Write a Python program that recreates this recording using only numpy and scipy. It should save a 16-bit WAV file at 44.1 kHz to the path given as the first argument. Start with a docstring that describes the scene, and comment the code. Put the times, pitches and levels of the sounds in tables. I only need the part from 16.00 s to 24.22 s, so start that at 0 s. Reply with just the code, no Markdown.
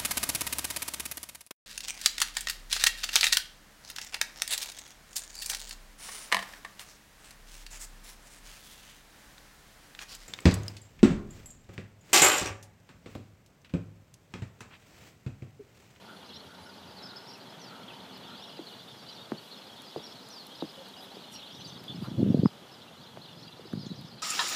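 """A front yard in thawing snow, with far traffic, engines and a few far crows behind it.
Sparrows chatter in the trees: many small bent whistles blurred by echoes, with nearer calls standing out.
A few dull footfalls fall close by, each a thump of quickly dropping pitch. A gust buffets the hand-held
microphone twice, as short bursts of pressure over lumpy rumble. Ticks and rustles come from the hand.
A steady background hiss runs throughout, and a thin high whine fades out early on."""
import sys
import numpy as np
from scipy import signal
from scipy.fft import rfft, irfft
from scipy.io import wavfile
from scipy.ndimage import uniform_filter1d

SR = 44100
rng = np.random.default_rng(int(sys.argv[2]) if len(sys.argv) > 2 else 0)


def output_pcm(signal):
    """Save a mono or channel-first signal as 16-bit PCM at the path in sys.argv[1].

    Samples are clipped to [-1, 1] before scaling.
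    """
    pcm = np.clip(np.atleast_2d(signal).T, -1, 1) * 32767
    wavfile.write(sys.argv[1], SR, np.round(pcm).astype(np.int16))


N = 362502   # length of the scene in samples

# Tone colour of far traffic: pitch_hz, level_db (relative, per Hz)
TRAFFIC_COLOUR = [(15, -66), (25, -42), (64, -16), (87, -46), (196, 3.5), (331, -1), (435, -0.5),
                  (910, -1.5), (1040, -4.5), (1420, -5.5), (1700, -9), (2600, -13), (3380, -7),
                  (5720, -120)]
# Loudness of far traffic, before its flicker: time_s, level_db
TRAFFIC_LEVEL = [(0.0, -53.5), (1.99, -50.5), (2.84, -53), (4.46, -52.5), (8.22, -55)]
# Far engines: time_s, rumble_level_db, drone_gain_db
ENGINES = [(0, -68.5, -61), (1.0, -63, -57), (1.2, -90, -60.5), (2.3, -68, -53.5), (2.7, -87, -64),
           (5.2, -73.5, -59.5), (5.6, -71, -61), (8.22, -74, -94)]
# Edges of the engines' deep rumble: low_hz, high_hz
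RUMBLE_EDGES = (73, 105)
# Notes in the engines' drone: pitch_hz, width_hz, level_db (relative)
DRONE_NOTES = [(184, 40, -4.5), (259.4, 20, -8.5), (392, 10.4, -12), (865, 24, -9), (927, 15, -8.5)]
# Tone colour of the background hiss: pitch_hz, level_db (relative, per Hz)
HISS_COLOUR = [(1500, -35), (2500, -1), (4000, 6), (6000, 0), (8000, -5.5), (12000, -7.5), (15500, -9.5)]
# Strength of the hiss between 7 and 15 kHz: time_s, level_db
HISS_LEVEL = [(0.0, -68.5), (4.69, -65), (8.22, -70)]
# Strength of a thin high whine: time_s, gain_db
WHINE_LEVEL = [(0, -83), (.65, -72), (.75, -81), (1.0, -82), (1.1, -110), (8.22, -110)]
# Notes in the whine: pitch_hz, width_hz, level_db (relative)
WHINE_NOTES = [(10320, 8, 0), (9410, 8, -9)]

# Wind rumble between the eddies: time_s, level_db
GUST_LEVEL = [(0, -64), (2.2, -58.5), (5.4, -65.5), (5.65, -51), (5.9, -48.5), (6.15, -42.5), (6.2, -27.5),
              (6.4, -31.5), (6.44, -30), (6.48, -58.5), (7.0, -56.5), (7.7, -54.5), (7.75, -45),
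              (8.05, -52.5), (8.1, -56), (8.22, -54)]
# Tone colour of the wind rumble: pitch_hz, level_db (relative, per Hz)
GUST_COLOUR = [(15, -73), (25, -51), (80, -36), (111, 2.5), (168, 2), (443, -16.5), (683, -23.5),
               (880, -40), (1140, -73)]
# Hardest eddies striking the microphone port: middle_s, level_db (before filtering), half_width_ms
EDDIES = [(5.662, -36.5, 2.7), (5.812, -39, 2.2), (5.906, -36, 3.7), (5.947, -34, 2.2), (5.959, -37, 5.1),
          (5.988, -34.5, 11), (6.026, -28.5, 7.6), (6.084, -31, 1.7), (6.118, -28, 4.6), (6.161, -41, 1.4),
          (6.18, -30.5, 2.3), (6.204, -19, 2), (6.221, -18.5, 1.9), (6.229, -10.5, 1.03), (6.247, -21, 3.3),
          (6.264, -19, 1), (6.276, -16.5, 1.5), (6.288, -17, 2.5), (6.304, -11, 1.2), (6.316, -23, 1.8),
          (6.326, -24, 1.4), (6.3446, -9, 0.58), (6.373, -19, 1.3), (6.391, -21.5, 3), (6.434, -12, 1.2),
          (6.457, -9, 3), (7.736, -18.5, 0.83), (7.755, -27.5, 1.8), (7.775, -24.5, 2.4), (7.797, -35, 5.5),
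          (7.81, -37.5, 1.8), (7.867, -30, 1.7), (7.905, -35.5, 2.8), (7.917, -30.5, 2.4),
          (7.993, -38, 4.3), (8.013, -39.5, 4.5), (8.046, -34, 2)]
# Snaps of the port at the hardest eddies: middle_s, level_db (before filtering), pitch_hz, half_width_ms
PORT_SNAPS = [(6.459, -20.5, 1040, 0.64), (6.4585, -40, 2020, 0.64), (7.732, -37, 1410, 0.58)]

# The flock as a whole: time_s, level_db (before murmur and surges), middle_pitch_hz
FLOCK = [(0.0, -65, 3790), (0.26, -60.5, 3960), (0.36, -50.5, 3820), (0.47, -67, 4110), (0.6, -60.5, 4060),
         (1.08, -59.5, 4390), (1.5, -58, 4185), (1.85, -55, 3523), (2.7, -52.5, 3817), (2.98, -59.5, 3934),
         (3.12, -53, 4110), (3.34, -57.5, 3870), (3.55, -54, 3780), (4.1, -51, 4003), (4.25, -57.5, 4210),
         (4.62, -54, 3766), (5.06, -54, 3620), (5.35, -51, 3480), (5.7, -52.5, 3870), (5.83, -58, 3700),
         (6.04, -52, 3710), (6.16, -59, 3785), (6.28, -59, 3494), (6.42, -56.5, 3940), (6.67, -79, 3570),
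         (6.82, -54, 3530), (6.95, -69, 3500), (7.02, -56, 4080), (7.1, -59, 3470), (7.18, -76, 3470),
         (7.26, -54, 3600), (7.36, -61, 3970), (7.42, -57, 4420), (7.49, -54.5, 3650), (7.6, -63, 3830),
         (7.85, -55, 4480), (8.22, -60.5, 3920)]
# Far crows: start_s, length_s, throat_pitch_hz, level_db (before fading the ends)
CAWS = [(0.066, 0.097, 1390, -52.5), (0.465, 0.12, 1400, -57.5), (0.643, 0.084, 1420, -54.5),
        (0.983, 0.26, 1440, -56), (1.638, 0.25, 1355, -54), (2.267, 0.093, 1370, -53)]
# Nearer sparrows, arched chirps: start_s, length_s, top_pitch_hz, level_db (before flutter and echo)
ARCHES = [(0.877, 0.028, 4860, -61), (1.019, 0.029, 5300, -51), (1.031, 0.05, 5250, -54),
          (1.07, 0.032, 5000, -54), (1.088, 0.034, 4240, -49.5), (1.157, 0.03, 5200, -51.5),
          (1.265, 0.059, 5550, -56), (1.326, 0.032, 5600, -55.5), (2.128, 0.046, 5120, -56.5),
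          (2.425, 0.031, 3780, -53), (2.498, 0.028, 3360, -56), (2.662, 0.031, 4300, -53),
          (2.792, 0.046, 3550, -55), (2.874, 0.053, 3690, -55.5), (3.073, 0.05, 4800, -53),
          (3.085, 0.026, 3080, -55), (3.37, 0.031, 4480, -54), (3.507, 0.044, 4310, -50.5),
          (3.775, 0.039, 3770, -58), (3.841, 0.034, 5250, -57), (4.016, 0.061, 5600, -57),
          (4.063, 0.074, 5400, -60), (4.504, 0.048, 3300, -57), (4.604, 0.02, 3890, -48.5),
          (4.571, 0.028, 5530, -58), (4.961, 0.063, 5070, -58.5), (5.02, 0.035, 3950, -54),
          (5.197, 0.03, 4300, -55), (5.45, 0.038, 3560, -66), (5.576, 0.054, 6130, -60),
          (5.668, 0.036, 6260, -55.5), (5.636, 0.039, 4770, -52), (5.714, 0.041, 4540, -58),
          (5.753, 0.017, 3850, -50.5), (5.879, 0.033, 3530, -48), (6.433, 0.059, 5060, -57),
          (6.293, 0.035, 5700, -65), (6.652, 0.028, 6300, -69.5), (6.712, 0.04, 5320, -60),
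          (7.213, 0.042, 4340, -54.5), (7.275, 0.056, 3650, -60), (7.371, 0.084, 5400, -62.5),
          (7.656, 0.025, 4580, -57.5)]
# Nearer sparrows, sliding whistles: start_s, length_s, start_hz, end_hz, level_db (before flutter and echo)
SLIDES = [(0.965, 0.054, 4720, 3800, -56), (1.328, 0.048, 3150, 2500, -60),
          (1.594, 0.14, 6450, 4050, -57.5), (1.877, 0.04, 3700, 2480, -53),
          (2.249, 0.054, 3890, 3060, -53.5), (2.558, 0.036, 5650, 3800, -62),
          (2.719, 0.042, 4750, 3300, -56.5), (3.167, 0.06, 3500, 3740, -54), (4.15, 0.049, 3900, 4160, -59),
          (4.3, 0.14, 6160, 4040, -54), (4.951, 0.044, 3300, 2800, -60), (5.327, 0.06, 5700, 5530, -54.5),
          (5.39, 0.034, 4400, 3320, -61), (5.921, 0.038, 3340, 2170, -70), (7.788, 0.14, 5500, 3800, -55)]
# Short low notes: start_s, length_s, pitch_hz, level_db (before flutter and echo)
LOW_NOTES = [(4.774, 0.048, 543, -51), (4.956, 0.073, 740, -56)]

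# Ticks of the casing in the hand: start_s, peak_db, brightest_hz
TICKS = [(1.3798, -48, 13900), (2.176, -47, 13400), (3.8197, -38.5, 10000), (4.2882, -36, 9000),
         (4.4677, -35, 12400), (4.8863, -44, 7630), (5.3243, -45, 8680), (5.8396, -43, 11200),
         (7.731, -45, 8800), (8.0117, -45, 8100)]
# Cloth rustles: start_s, length_s, low_hz, high_hz, level_db (before fading the ends)
RUSTLES = [(2.63, 0.16, 7000, 15000, -68), (3.374, 0.16, 7000, 15000, -67), (5, 0.069, 9500, 13500, -62),
           (5.309, 0.06, 1600, 10600, -53.5), (5.66, 0.044, 6000, 10000, -65),
           (5.998, 0.084, 6470, 14650, -64), (6.016, 0.081, 915, 1410, -49.5)]
# Footfalls: start_s, level_db (before filtering), first_pitch_hz, settled_pitch_hz, decay_s
STEPS = [(2.591, -31.5, 1090, 318, 0.012), (3.319, -20, 2160, 264, 0.0071),
         (3.961, -21.5, 1250, 220, 0.0038), (4.623, -21.5, 1450, 289, 0.0087),
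         (5.168, -33.5, 890, 248, 0.0024), (7.172, -34, 2650, 594, 0.0042),
         (7.594, -37.5, 1110, 398, 0.0054), (7.652, -41, 497, 323, 0.011)]
# Step echoes off wall and kerb: delay_s (on average), level_db (before filtering)
STEP_ECHOES = [(0.012, -11.5), (0.02, -15)]

LUMPS_DB = 5   # spread of the rumble's lumps
# Eddy pitch at full scale, its change per dB of level, and its share of chance
EDDY_HZ, EDDY_HZ_PER_DB, EDDY_SCATTER = 278, 2.5, 0.12
# An eddy leaves slower than it comes, and its pitch sinks by this share
EDDY_TAIL_MS, EDDY_SAG, EDDY_SAG_MS, EDDY_TREBLE_EDGE_HZ = 1.4, 0.52, 3.4, 770

CHIRP_SPREAD_DB, FLOCK_ECHO_DB = 3.5, -5   # uneven chirp loudness; echo against direct chatter
MURMUR_DB = -62   # farther trees that never fall silent, before surges
SURGE_DB, SURGE_RATE_HZ = 1.2, 2.6   # chance swells and lulls of the chatter
# An arch starts and ends at these shares of the way from foot to top; a larger square flattens the top
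ARCH_FOOT_HZ, ARCH_START, ARCH_END, ARCH_SQUARE = 2635, 0.56, 0.39, 1.304
SLIDE_HALFWAY = 0.67   # share of the slide done at half time
FLUTTER_DB, BLUR_DB, NEAR_ECHO_DB = 2.2, 3, -5   # near calls: flutter, fast roughness, echo

# Pitch drop and attack, in cycles of the first pitch
STEP_DROP_TURNS, STEP_RISE_TURNS = 1.085, 0.18
STEP_LOW_HZ, STEP_TREBLE_SHARE = 115, 1.04   # bass edge; treble edge against the first pitch
WEIGHT_HZ, WEIGHT_DB, WEIGHT_S = 163, -26.5, 0.0077   # body's push: pitch, level against thump, decay

TOP_CUT_HZ = 15750   # almost nothing is left above this


def amp(db):
    """Turn decibels into a multiplier."""
    return 10 ** (np.asarray(db) / 20)


def rms_one(x):
    """Scale a sound to an average (rms) strength of 1."""
    return x / np.sqrt(np.mean(x ** 2) + 1e-20)


def in_time(rows):
    """Draw straight lines between a table's times, giving one value per sample for each column."""
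    times, *columns = np.transpose(rows)
    return [np.interp(np.arange(N) / SR, times, column) for column in columns]


def add(out, start_s, sound):
    """Mix a short sound in at a given time."""
    at = max(round(start_s * SR), 0)
    out[at:at + len(sound)] += sound[:max(N - at, 0)]


def drift(rate_hz):
    """Wander by chance: noise smoothed twice, with a spread of 1."""
    # Worked out once every 40 samples; the first 2000 values let the filter settle
    r = np.exp(-80 * np.pi * rate_hz / SR)
    slow = signal.lfilter([1], [1, -2 * r, r * r], rng.standard_normal(N // 40 + 2002))[2000:]
    return np.interp(np.arange(N) / 40, np.arange(len(slow)), rms_one(slow))


def coloured(spectrum):
    """Shape noise by giving each frequency its own strength."""
    hz, level_db = np.transpose(spectrum)
    grid = np.maximum(np.arange(N // 2 + 1) * SR / N, 1)
    shape = amp(np.interp(np.log(grid), np.log(hz), level_db, left=-70, right=-70))
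    return irfft(rfft(rng.standard_normal(N)) * shape, N)


def band(x, low_hz, high_hz):
    """Keep mainly the frequencies between two edges."""
    edges = [low_hz, min(high_hz, .45 * SR)]
    return signal.sosfilt(signal.butter(2, edges, "band", fs=SR, output="sos"), x)


def low_pass(x, hz):
    """Cut the treble steeply."""
    return signal.sosfilt(signal.butter(4, hz, fs=SR, output="sos"), x)


def resonance(x, hz, width_hz):
    """Ring at one pitch, as a hollow body does, with a gain of 1 at the peak."""
    r = np.exp(-np.pi * width_hz / SR)
    feedback = [1, -2 * r * np.cos(2 * np.pi * hz / SR), r * r]
    return signal.lfilter((1 - r * r) / 2 * np.array([1, 0, -1]), feedback, x)


def ringing_noise(notes):
    """Send noise twice through each narrow resonance, making unsteady tones."""
    out = np.zeros(N)
    for hz, width_hz, level_db in notes:
        once = resonance(rng.standard_normal(N), hz, width_hz)
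        out += amp(level_db) * rms_one(resonance(once, hz, width_hz))
    return out


def whistle(length_s, start_hz, middle_hz, end_hz, square=1):
    """Bend a sine through three pitches; it fades at both ends and has rms 1 at its loudest."""
    u = np.linspace(-1, 1, max(round(length_s * SR), 8))
    bend = np.sign(u) * np.abs(u) ** square
    slope = (end_hz - start_hz) / 2
    arch = (start_hz + end_hz) / 2 - middle_hz
    hz = middle_hz + slope * bend + arch * bend ** 2
    return np.sqrt(2 * (1 - u ** 4)) * np.sin(2 * np.pi * np.cumsum(hz) / SR)


def among_houses(x, t60):
    """Smear a sound into echoes from walls and trees that drop 60 dB in t60 seconds."""
    t = np.arange(round(.3 * SR)) / SR
    tail = rng.standard_normal(len(t)) * amp(-60 * t / t60)
    return signal.fftconvolve(x, tail / np.sqrt(np.sum(tail ** 2)))[:N]


def traffic():
    """Far traffic is a coloured noise whose level changes slowly and flickers a little."""
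    road = coloured(TRAFFIC_COLOUR)
    level_db = in_time(TRAFFIC_LEVEL)[0] + 0.99 * drift(28.0)
    return road * amp(level_db) / np.std(band(road, 120, 5300))


def engines():
    """Far engines mix a deep band of noise with a drone of ringing notes."""
    rumble_db, drone_db = in_time(ENGINES)
    rumble = rms_one(band(band(rng.standard_normal(N), *RUMBLE_EDGES), *RUMBLE_EDGES))
    return amp(rumble_db) * rumble + amp(drone_db) * ringing_noise(DRONE_NOTES)


def background_hiss():
    """Noise strongest near 4 kHz makes a steady background hiss of slowly changing level."""
    hiss = coloured(HISS_COLOUR)
    return hiss * amp(in_time(HISS_LEVEL)[0]) / np.std(band(hiss, 7000, 15000))


def whine():
    """Very narrow ringing noise makes a thin high whine."""
    return amp(in_time(WHINE_LEVEL)[0]) * ringing_noise(WHINE_NOTES)


def wind_rumble():
    """Low coloured noise, swelling and fading in chance lumps, fills the gaps between eddies."""
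    lumps = amp(LUMPS_DB * np.minimum(drift(36.6), 1.6))
    return amp(in_time(GUST_LEVEL)[0]) * rms_one(lumps * coloured(GUST_COLOUR))


def wind_hits():
    """Each eddy is a brief pressure swing with a sharper crest and sinking tail; the port also snaps."""
    eddies, snaps = np.zeros(N), np.zeros(N)
    t = np.arange(-882, 1323) / SR   # time zero is the middle of a hit
    ms, after_ms = t * 1000, np.maximum(t * 1000, 0)
    for s, level_db, half_ms in EDDIES:
        chance = 1 + EDDY_SCATTER * rng.uniform(-0.91, 1)
        sag = 1 - EDDY_SAG * (1 - np.exp(-after_ms / EDDY_SAG_MS))
        hz = (EDDY_HZ + EDDY_HZ_PER_DB * level_db) * chance * sag   # weaker eddies sound lower
        turns = np.cumsum(hz) / SR + rng.random()
        swell = np.exp(-.5 * (ms / (half_ms + EDDY_TAIL_MS * (t > 0))) ** 2)
        puff = swell * np.cos(2 * np.pi * turns)
        crest = np.exp(-.5 * (ms / half_ms) ** 2) * np.cos(2 * np.pi * 1.7 * turns)
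        add(eddies, s + t[0], amp(level_db) * (puff + amp(-12) * crest))
    for s, level_db, hz, half_ms in PORT_SNAPS:
        swell = np.exp(-.5 * (ms / half_ms) ** 2)
        add(snaps, s + t[0], amp(level_db) * swell * np.cos(2 * np.pi * (hz * t + rng.random())))
    hits = low_pass(eddies, EDDY_TREBLE_EDGE_HZ) + snaps
    # The port leaks the deep bass
    return signal.sosfilt(signal.butter(3, 105, "high", fs=SR, output="sos"), hits)


def flock(count=2000):
    """Many short steep chirps at random moments, around the flock's middle pitch, blur into echoes."""
    level_db, middle_hz = in_time(FLOCK)
    out = np.zeros(N)
    when, draw = rng.random((count, 2)), rng.standard_normal((count, 4))
    for (moment, long), (top, rise, fall, loud) in zip(when, draw):
        hz = middle_hz[int(moment * N)] * np.exp(0.17 * top)
        start_hz, end_hz = hz * (.8 + 0.13 * rise), hz * (0.78 + 0.124 * fall)
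        chirp = whistle(.016 + .028 * long, start_hz, hz, end_hz, ARCH_SQUARE)
        add(out, moment * N / SR, amp(CHIRP_SPREAD_DB * np.clip(loud, -2, 2)) * chirp)
    out *= amp(3 * drift(60))   # moving twigs make each note flutter
    out += amp(FLOCK_ECHO_DB) * among_houses(out, t60=0.22)
    out = band(out, 2940, 5570)
    # Birds fill each other's gaps, so the chatter is evened out before its level is set
    even = np.sqrt(uniform_filter1d(out ** 2, size=2500) + 0.016 * np.mean(out ** 2))
    level = np.hypot(amp(level_db), amp(MURMUR_DB))
    return level * amp(SURGE_DB * drift(SURGE_RATE_HZ)) * out / even


def crows():
    """Rough noise rings in a crow's throat; only that resonance carries this far."""
    out = np.zeros(N)
    for s, length_s, throat_hz, level_db in CAWS:
        rasp = rng.standard_normal(round(.4 * SR))[:round(length_s * SR)]
        rasp = resonance(resonance(rasp, throat_hz, 220), throat_hz, 220)
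        add(out, s, amp(level_db) * rms_one(rasp) * np.hanning(len(rasp)) ** .5)
    return out


def near_birds():
    """Arched, sliding and short low whistles stand out of the chatter; twigs and air make them flutter."""
    out = np.zeros(N)
    for s, length_s, top_hz, level_db in ARCHES:
        climb_hz = top_hz - ARCH_FOOT_HZ
        start_hz, end_hz = ARCH_FOOT_HZ + climb_hz * ARCH_START, ARCH_FOOT_HZ + climb_hz * ARCH_END
        add(out, s, amp(level_db) * whistle(length_s, start_hz, top_hz, end_hz, ARCH_SQUARE))
    for s, length_s, start_hz, end_hz, level_db in SLIDES:
        middle_hz = start_hz + SLIDE_HALFWAY * (end_hz - start_hz)
        add(out, s, amp(level_db) * whistle(length_s, start_hz, middle_hz, end_hz))
    for s, length_s, hz, level_db in LOW_NOTES:
        add(out, s, amp(level_db) * whistle(length_s, hz, hz, hz))
    out *= amp(FLUTTER_DB * drift(28) + BLUR_DB * drift(240))
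    return out + amp(NEAR_ECHO_DB) * among_houses(out, t60=0.18)


def casing_ticks():
    """The plastic casing clicks: a tiny burst of noise, broadly resonant, dies in a millisecond or two."""
    out, t = np.zeros(N), np.arange(300) / SR
    for s, peak_db, hz in TICKS:
        burst = rng.choice([-1, 1], len(t)) * np.exp(-t / 0.0006)
        tick = resonance(burst, hz, 9000)
        add(out, s, amp(peak_db) * tick / np.max(np.abs(tick)))
    return out


def cloth_rustles():
    """Rubbing cloth gives a brief band of noise that fades in and out."""
    out = np.zeros(N)
    for s, length_s, low_hz, high_hz, level_db in RUSTLES:
        rub = band(rng.standard_normal(round(.3 * SR)), low_hz, high_hz)[:round(length_s * SR)]
        add(out, s, amp(level_db) * rms_one(rub) * np.hanning(len(rub)) ** .5)
    return out


def steps():
    """Packed snow gives way in a thump whose pitch drops at once, with dull echoes and slumping grains."""
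    out, t = np.zeros(N), np.arange(round(.06 * SR)) / SR
    for s, level_db, first_hz, settled_hz, decay_s in STEPS:
        hz = settled_hz + (first_hz - settled_hz) * np.exp(-t * first_hz / STEP_DROP_TURNS)
        attack = (1 - .5 * np.exp(-t / 0.0012)) * np.minimum(t * first_hz / STEP_RISE_TURNS, 1)
        swell = attack * np.exp(-(t / decay_s) ** 2)
        tone = swell * np.sin(2 * np.pi * np.cumsum(hz) / SR)
        thump = amp(level_db) * band(tone, STEP_LOW_HZ, 2 * first_hz)
        # The low push of the body's weight
        weight = amp(level_db + WEIGHT_DB) * np.sin(2 * np.pi * WEIGHT_HZ * t) * np.exp(-t / WEIGHT_S)
        thump = low_pass(thump + band(weight, STEP_LOW_HZ, first_hz), STEP_TREBLE_SHARE * first_hz)
        add(out, s, thump)
        for delay_s, echo_db in STEP_ECHOES:
            late_s = delay_s + rng.normal(0, 0.00244)
            add(out, s + late_s, amp(echo_db) * band(thump, 89, 530))
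        # Loose grains slump under the boot
        settling = rms_one(band(rng.standard_normal(len(t)), 148, 380))
        add(out, s, amp(level_db - 13.0 - 60 * t / 0.15) * settling)
    return out


def scene():
    """Add all the sources together at one microphone."""
    background = traffic() + engines() + background_hiss() + whine()
    wind = wind_rumble() + wind_hits()
    birds = flock() + crows() + near_birds()
    handling = casing_ticks() + cloth_rustles()
    return (background + wind + birds + handling + steps())[None]


def record(dry):
    """The microphone loses the deepest bass, and the top is cut steeply."""
    thinned = signal.sosfilt(signal.butter(2, 50, "high", fs=SR, output="sos"), dry)
    return signal.sosfilt(signal.cheby2(20, 70, TOP_CUT_HZ, fs=SR, output="sos"), thinned)


dry = scene()
out = record(dry)
output_pcm(out)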